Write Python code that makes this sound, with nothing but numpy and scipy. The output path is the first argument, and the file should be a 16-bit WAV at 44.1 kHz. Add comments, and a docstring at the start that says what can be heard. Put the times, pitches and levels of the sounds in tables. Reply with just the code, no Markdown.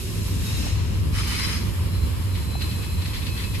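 """A freight train of long cars rolls under a road bridge, heard from the bank above.
From the start cars rumble, rails roar and hiss, and flanges rub: all are shaped noise.
Wheels sing faintly now and then as wavering tones; dull sine booms and a hollow knock follow.
After 1.1 s a flange grinds hard for half a second, with ringing noise and sinking squeals.
From 2.3 s a wheel scrapes in short strokes of noise; a second decaying-sine knock sounds."""
import sys
import numpy as np
from scipy import signal
from scipy.fft import rfft, irfft, next_fast_len
from scipy.io import wavfile
from scipy.ndimage import uniform_filter1d, map_coordinates

SR = 44100
rng = np.random.default_rng(int(sys.argv[2]) if len(sys.argv) > 2 else 0)


def generate_wav(signal):
    """Clip the signal to [-1, 1] and save it as 16-bit WAV at the path in sys.argv[1]."""
    frames = np.transpose(np.atleast_2d(signal))
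    scaled = np.clip(frames, -1, 1) * 32767
    pcm = np.round(scaled).astype(np.int16)
    wavfile.write(sys.argv[1], SR, pcm)


N = 158760
TIME_S = np.arange(N) / SR
LEFT_RIGHT = np.array([[.5], [-.5]])  # splits a left-minus-right difference

# car rumble and drumming car sides: start_s, level_db
RUMBLE_LEVEL = [(0, -29), (.4, -24), (1.15, -23.5), (1.4, -28), (1.95, -23), (2.6, -26.5), (3.6, -25.5)]
SIDES_LEVEL = [(0, -35), (.9, -33.5), (1.3, -33), (1.85, -33), (2.3, -35), (3.6, -36.5)]
# their spectra: freq_hz, relative_db
RUMBLE_SPECTRUM = [(20, -49), (30, -11), (40, -16.5), (50, -0.5), (64, 0), (80, 0.5), (98, 2), (120, -8),
                   (150, -18.5), (350, -57.5)]
SIDES_SPECTRUM = [(30, -60), (80, -13.5), (130, -1), (170, 2), (220, -4.5), (300, -8.5), (400, -13),
                  (520, -19), (700, -24.5), (1200, -69)]
# dull booms: centre_s, peak_db, pitch_hz
BOOMS = [(.73, -24, 95), (1.01, -13, 82), (1.14, -20.5, 56), (1.57, -17.5, 70.8), (1.822, -14, 92.1),
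         (2.039, -15, 71.9), (2.995, -15.5, 73.53)]
# balance of the cars, left, then right, then centre: start_s, left_over_right_db
CAR_DRIFT = [(0, -0.5), (.4, 3), (.9, 3), (1.25, -1.5), (3.6, 0)]
BOOM_SD_S = 0.0098
RUMBLE_EVENING = .2  # exponent: 0 leaves the swell, 1 flattens it

# rolling roar and steel hiss: start_s, level_db
ROAR_LEVEL = [(0, -44), (.75, -39.5), (1.08, -41.5), (1.8, -40), (2.8, -40), (3.6, -40.5)]
HISS_LEVEL = [(0, -40.5), (.4, -41), (.5, -39), (.68, -44.5), (.8, -54.5), (1.11, -46.5), (1.18, -44),
              (1.5, -44), (1.8, -45.5), (2.5, -44.5), (2.7, -41), (2.95, -43), (3.6, -42.5)]
# their spectra: freq_hz, relative_db
ROAR_SPECTRUM = [(300, 3), (550, 2.5), (740, -4), (950, 6.5), (1150, 2.5), (1450, -4), (2100, -2),
                 (2800, -0.5), (3500, -4.5), (5200, -6), (6000, -18.5), (9000, -14.5)]
HISS_SPECTRUM = [(1500, -4), (3500, 3.5), (5300, 5.5), (6000, 3.5), (7500, 3.5), (9200, 3.5), (11000, 3.5),
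                 (13000, 4), (15000, -8)]

# flange contact, light and hard: start_s, level_db
RUB_LEVEL = [(0, -43.5), (.39, -43.5), (.47, -39), (.68, -36), (.77, -43), (1.0, -47), (1.2, -77)]
GRIND_LEVEL = [(1.08, -93), (1.125, -45), (1.155, -33.5), (1.19, -30), (1.255, -34), (1.33, -30),
               (1.45, -30), (1.55, -33), (1.63, -39.5), (1.9, -65)]
# their spectra: freq_hz, relative_db
RUB_SPECTRUM = [(400, -8.5), (900, -8.5), (1500, -5), (2600, -1), (3400, -3.5), (4600, -2.5), (6200, -2),
                (8000, -7.5), (14000, -20)]
GRIND_SPECTRUM = [(500, -57), (850, 0.5), (1200, 5), (1550, 4), (2200, 7.5), (2700, 5), (3500, 2.5),
                  (4600, 3.5), (5500, 1), (7000, -5), (12000, -7.5), (15000, -18)]
# wheel resonances under each contact: freq_hz, half_width_hz, relative_db
RUB_MODES = [(2680, 240, -1.5), (3770, 55, 0), (4110, 37, 4.5), (5260, 47, 3)]
GRIND_MODES = [(2520, 63, -2.5), (3030, 14, 6), (3030, 14, 6.5), (4020, 28, 2), (4140, 32, 0),
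               (5060, 47, 6), (5990, 24, -2), (9140, 69, -5)]
RUB_RING_DB, GRIND_PEAK_RING_DB = -3, -2  # ring relative to contact noise
RING_GROWTH_DB_PER_DB = 0.29  # extra ring for harder grinding
GRIND_JUDDER_DB = 0.85

# singing wheels, squealing flange: centre_s, sd_s, pitch_hz, level_db, flutter_db
SINGS = [(0.092, 0.15, 384, -44.5, -0.5), (0.516, 0.069, 3785, -45.5, 3), (1.988, 0.081, 4090, -48, 4),
         (2.667, 0.22, 4075, -45, 4), (2.62, 0.038, 4075, -37, 0.5), (2.818, 0.24, 2570, -48, 2.5),
         (3.25, 0.36, 4095, -48.5, 3), (3.388, 0.19, 2580, -46.5, 4.5)]
SQUEALS = [(1.396, 0.071, 2165, -41.5, 5.5), (1.421, 0.049, 4065, -39.5, 0)]
SING_WAVER_HZ, SQUEAL_FALL_PER_S = 22.15, .35

# hollow knocks: start_s, level_db (before the side gains), pitch_hz
KNOCKS = [(.667, -22.5, 800), (2.554, -19.5, 755)]
KNOCK_T60_S, KNOCK_ATTACK_S, KNOCK_RIGHT_DELAY_S = 0.014, 0.0008, 0.0006
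KNOCK_LEFT_GAIN_DB, KNOCK_RIGHT_GAIN_DB = 6, -2

# wheel scrapes: peak_s, level_db
SCRAPES = [(2.357, -37), (2.618, -33.5), (2.715, -36.5), (2.835, -39), (3.02, -38.5), (3.063, -36.5),
           (3.142, -35), (3.163, -38.5), (3.225, -39.5), (3.268, -32.5), (3.378, -34), (3.402, -37),
           (3.445, -40), (3.55, -33.5)]
# scrape spectrum: freq_hz, relative_db
SCRAPE_SPECTRUM = [(700, -27), (1400, -7), (2000, 0.5), (3000, -0.5), (4300, 2.5), (5300, -7), (7000, -16),
                   (13000, -21)]
SCRAPE_RISE_S, SCRAPE_FALL_S = 0.01, 0.03  # exponential time constants

# noise likeness of the two sides: freq_hz, correlation (clipped to +-0.98)
ALIKE = [(70, 0.7), (250, 0.67), (420, 0.27), (650, -0.47), (1150, 0.16), (2300, 0.16), (3500, -0.05),
         (5600, -0.28), (7500, 0.6), (8500, -0.28), (10200, 0.13), (11500, 1.5), (13300, -0.2),
         (14000, -2.4)]
# phase lead of the left: freq_hz, lead_rad
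LEAD = [(30, 0), (100, 0.45), (300, 0.51), (800, 0), (2100, 0), (4000, 0)]
# colour difference: freq_hz, left_over_right_db
BALANCE = [(100, -1.1), (350, -5.5), (730, 3), (1300, .5), (2500, 2.5), (5000, 1.5), (7800, -1), (8500, -9),
           (9400, -11), (10200, -5.5), (11000, 0)]
TOP_HZ = 15050


def amp(db):
    """Decibels to gain."""
    return 10 ** (np.asarray(db) / 20)


def unit(x):
    """Scale to rms 1."""
    return x / np.sqrt(np.mean(x ** 2) + 1e-20)


def along(points, hz):
    """Read (freq_hz, value) points on a log axis."""
    freq_hz, value = np.transpose(points)
    return np.interp(np.log(hz + 1), np.log(freq_hz + 1), value)


def curve(rows):
    """Read (start_s, value) rows at every sample."""
    return np.interp(TIME_S, *np.transpose(rows))


def wobble(rate_hz):
    """Smooth random curve with rate_hz knots a second."""
    return map_coordinates(rng.standard_normal(1024), [TIME_S * rate_hz], mode="wrap")


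def filtered(x, response):
    """Apply a frequency response by FFT."""
    size = next_fast_len(N + 8192)
    spectrum = rfft(x, size) * response(np.fft.rfftfreq(size, 1 / SR))
    return irfft(spectrum, size)[..., :N]


def noise(response):
    """Stereo noise of rms 1; the mid/side mix sets the left-right correlation."""
    def mid_side_response(hz):
        angle = np.arccos(np.clip(along(ALIKE, hz), -.98, .98)) / 2
        return response(hz) * np.array([np.cos(angle), np.sin(angle)])
    source = rng.standard_normal((2, next_fast_len(N + 8192)))
    mid, side = filtered(source, mid_side_response)
    return unit(np.array([mid + side, mid - side]))


def rush(spectrum, ripple_db=0, ripple_hz=90):
    """Broad stereo noise of a given spectrum, with an optional random ripple over frequency."""
    knots = rng.standard_normal(1024)

    def response(hz):
        ripple = map_coordinates(knots, [hz / ripple_hz], mode="wrap")
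        return amp(along(spectrum, hz) + ripple_db * ripple)
    return noise(response)


def ringing(modes):
    """Noise through resonances that friction keeps ringing."""
    def response(f):
        power = sum(amp(db) ** 2 / (1 + ((f - hz) / half_width_hz) ** 2) ** 2
                    for hz, half_width_hz, db in modes)
        return np.sqrt(power)
    return noise(response)


def patchy(x, depth_db):
    """Give noise random patches of gain in time and frequency."""
    bins = signal.stft(x, nperseg=512)[2]
    field = rng.standard_normal(bins.shape[1:])
    field = uniform_filter1d(field, size=4, axis=0)
    field = uniform_filter1d(field, size=6, axis=1)
    gain = amp(depth_db * unit(field))
    return unit(signal.istft(bins * gain, nperseg=512)[1][:, :N])


def cars():
    """Heavy cars rumble with slightly evened swell, boom now and then, and their steel sides drum."""
    roll = rush(RUMBLE_SPECTRUM)
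    swell = np.abs(signal.hilbert(roll)).mean(axis=0)
    rumble = amp(curve(RUMBLE_LEVEL)) * unit(roll / swell ** RUMBLE_EVENING)
    sides = amp(curve(SIDES_LEVEL) + 1.57 * wobble(16)) * rush(SIDES_SPECTRUM)
    booms = np.zeros(N)
    for centre_s, peak_db, hz in BOOMS:
        envelope = amp(peak_db) * np.exp(-((TIME_S - centre_s) / BOOM_SD_S) ** 2 / 2)
        booms += envelope * np.sin(2 * np.pi * (hz * TIME_S + rng.random()))
    return (rumble + sides + booms) * amp(LEFT_RIGHT * curve(CAR_DRIFT))


def rails():
    """Wheels roar on the rails under a fine steel hiss; both are rippled noise."""
    roar_gain = amp(curve(ROAR_LEVEL) + 1.1 * wobble(25))
    roar = roar_gain * rush(ROAR_SPECTRUM, ripple_db=1.0, ripple_hz=43)
    hiss_gain = amp(curve(HISS_LEVEL) + 0.51 * wobble(30.4))
    hiss = hiss_gain * rush(HISS_SPECTRUM, ripple_db=2.2, ripple_hz=110)
    return roar + hiss


def flanges():
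    """A light rub, then a juddering grind; the harder it presses, the more the wheel rings."""
    rub_noise = patchy(rush(RUB_SPECTRUM), depth_db=0.4)
    rub = amp(curve(RUB_LEVEL)) * (rub_noise + amp(RUB_RING_DB) * ringing(RUB_MODES))
    force_db = curve(GRIND_LEVEL)
    rasp = patchy(rush(GRIND_SPECTRUM, ripple_db=1.5, ripple_hz=44), depth_db=1.6)
    ring_db = GRIND_PEAK_RING_DB + RING_GROWTH_DB_PER_DB * (force_db - force_db.max())
    ring = amp(ring_db) * patchy(ringing(GRIND_MODES), depth_db=3)
    grind = amp(force_db + GRIND_JUDDER_DB * wobble(60.25)) * (rasp + ring)
    return rub + grind


def wheel_tone(centre_s, sd_s, hz, level_db, flutter_db, fall_per_s=0):
    """One wheel mode swells and fades as a thin tone that wavers and flutters."""
    t = TIME_S - centre_s
    pitch_hz = hz * np.exp(-fall_per_s * t) + SING_WAVER_HZ * wobble(140)
    phase = 2 * np.pi * np.cumsum(pitch_hz) / SR
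    spread_rad = LEFT_RIGHT * wobble(20)
    envelope = amp(level_db + flutter_db * wobble(70)) * np.exp(-(t / sd_s) ** 2 / 2)
    return np.sqrt(2) * envelope * np.sin(phase + spread_rad)


def singing_wheels():
    """Rolling wheels waver about a fixed pitch; squeals of the grinding one sink."""
    sings = sum(wheel_tone(*row) for row in SINGS)
    squeals = sum(wheel_tone(*row, SQUEAL_FALL_PER_S) for row in SQUEALS)
    return sings + squeals


def knocks():
    """Short hollow knocks close on the left: decaying sines, later and weaker on the right."""
    out = np.zeros((2, N))
    for start_s, level_db, hz in KNOCKS:
        t = np.maximum(TIME_S - start_s - np.array([[0], [KNOCK_RIGHT_DELAY_S]]), 0)
        decay = amp(level_db - 60 * t / KNOCK_T60_S)
        attack = 1 - np.exp(-t / KNOCK_ATTACK_S)
        out += decay * attack * np.sin(2 * np.pi * hz * t)
    return out * amp([[KNOCK_LEFT_GAIN_DB], [KNOCK_RIGHT_GAIN_DB]])


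def scraping_wheel():
    """A wheel touches the rail's edge in short strokes of gritty, patchy noise."""
    strokes = np.zeros(N)
    for peak_s, level_db in SCRAPES:
        rise = (peak_s - TIME_S) / SCRAPE_RISE_S
        fall = (TIME_S - peak_s) / SCRAPE_FALL_S
        strokes += amp(level_db) * np.exp(-np.maximum(rise, fall))
    grit = amp(1.5 * wobble(180))
    return strokes * grit * patchy(rush(SCRAPE_SPECTRUM), depth_db=1.8)


def scene():
    """Sum all parts of the passing train."""
    return cars() + rails() + flanges() + singing_wheels() + knocks() + scraping_wheel()


def record(dry):
    """Left and right differ in colour and phase; nothing above TOP_HZ is kept."""
    def response(hz):
        colour = amp(LEFT_RIGHT * along(BALANCE, hz))
        phase = np.exp(1j * LEFT_RIGHT * along(LEAD, hz))
        return colour * phase * (hz < TOP_HZ)
    return filtered(dry, response)


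dry = scene()
out = record(dry)
generate_wav(out)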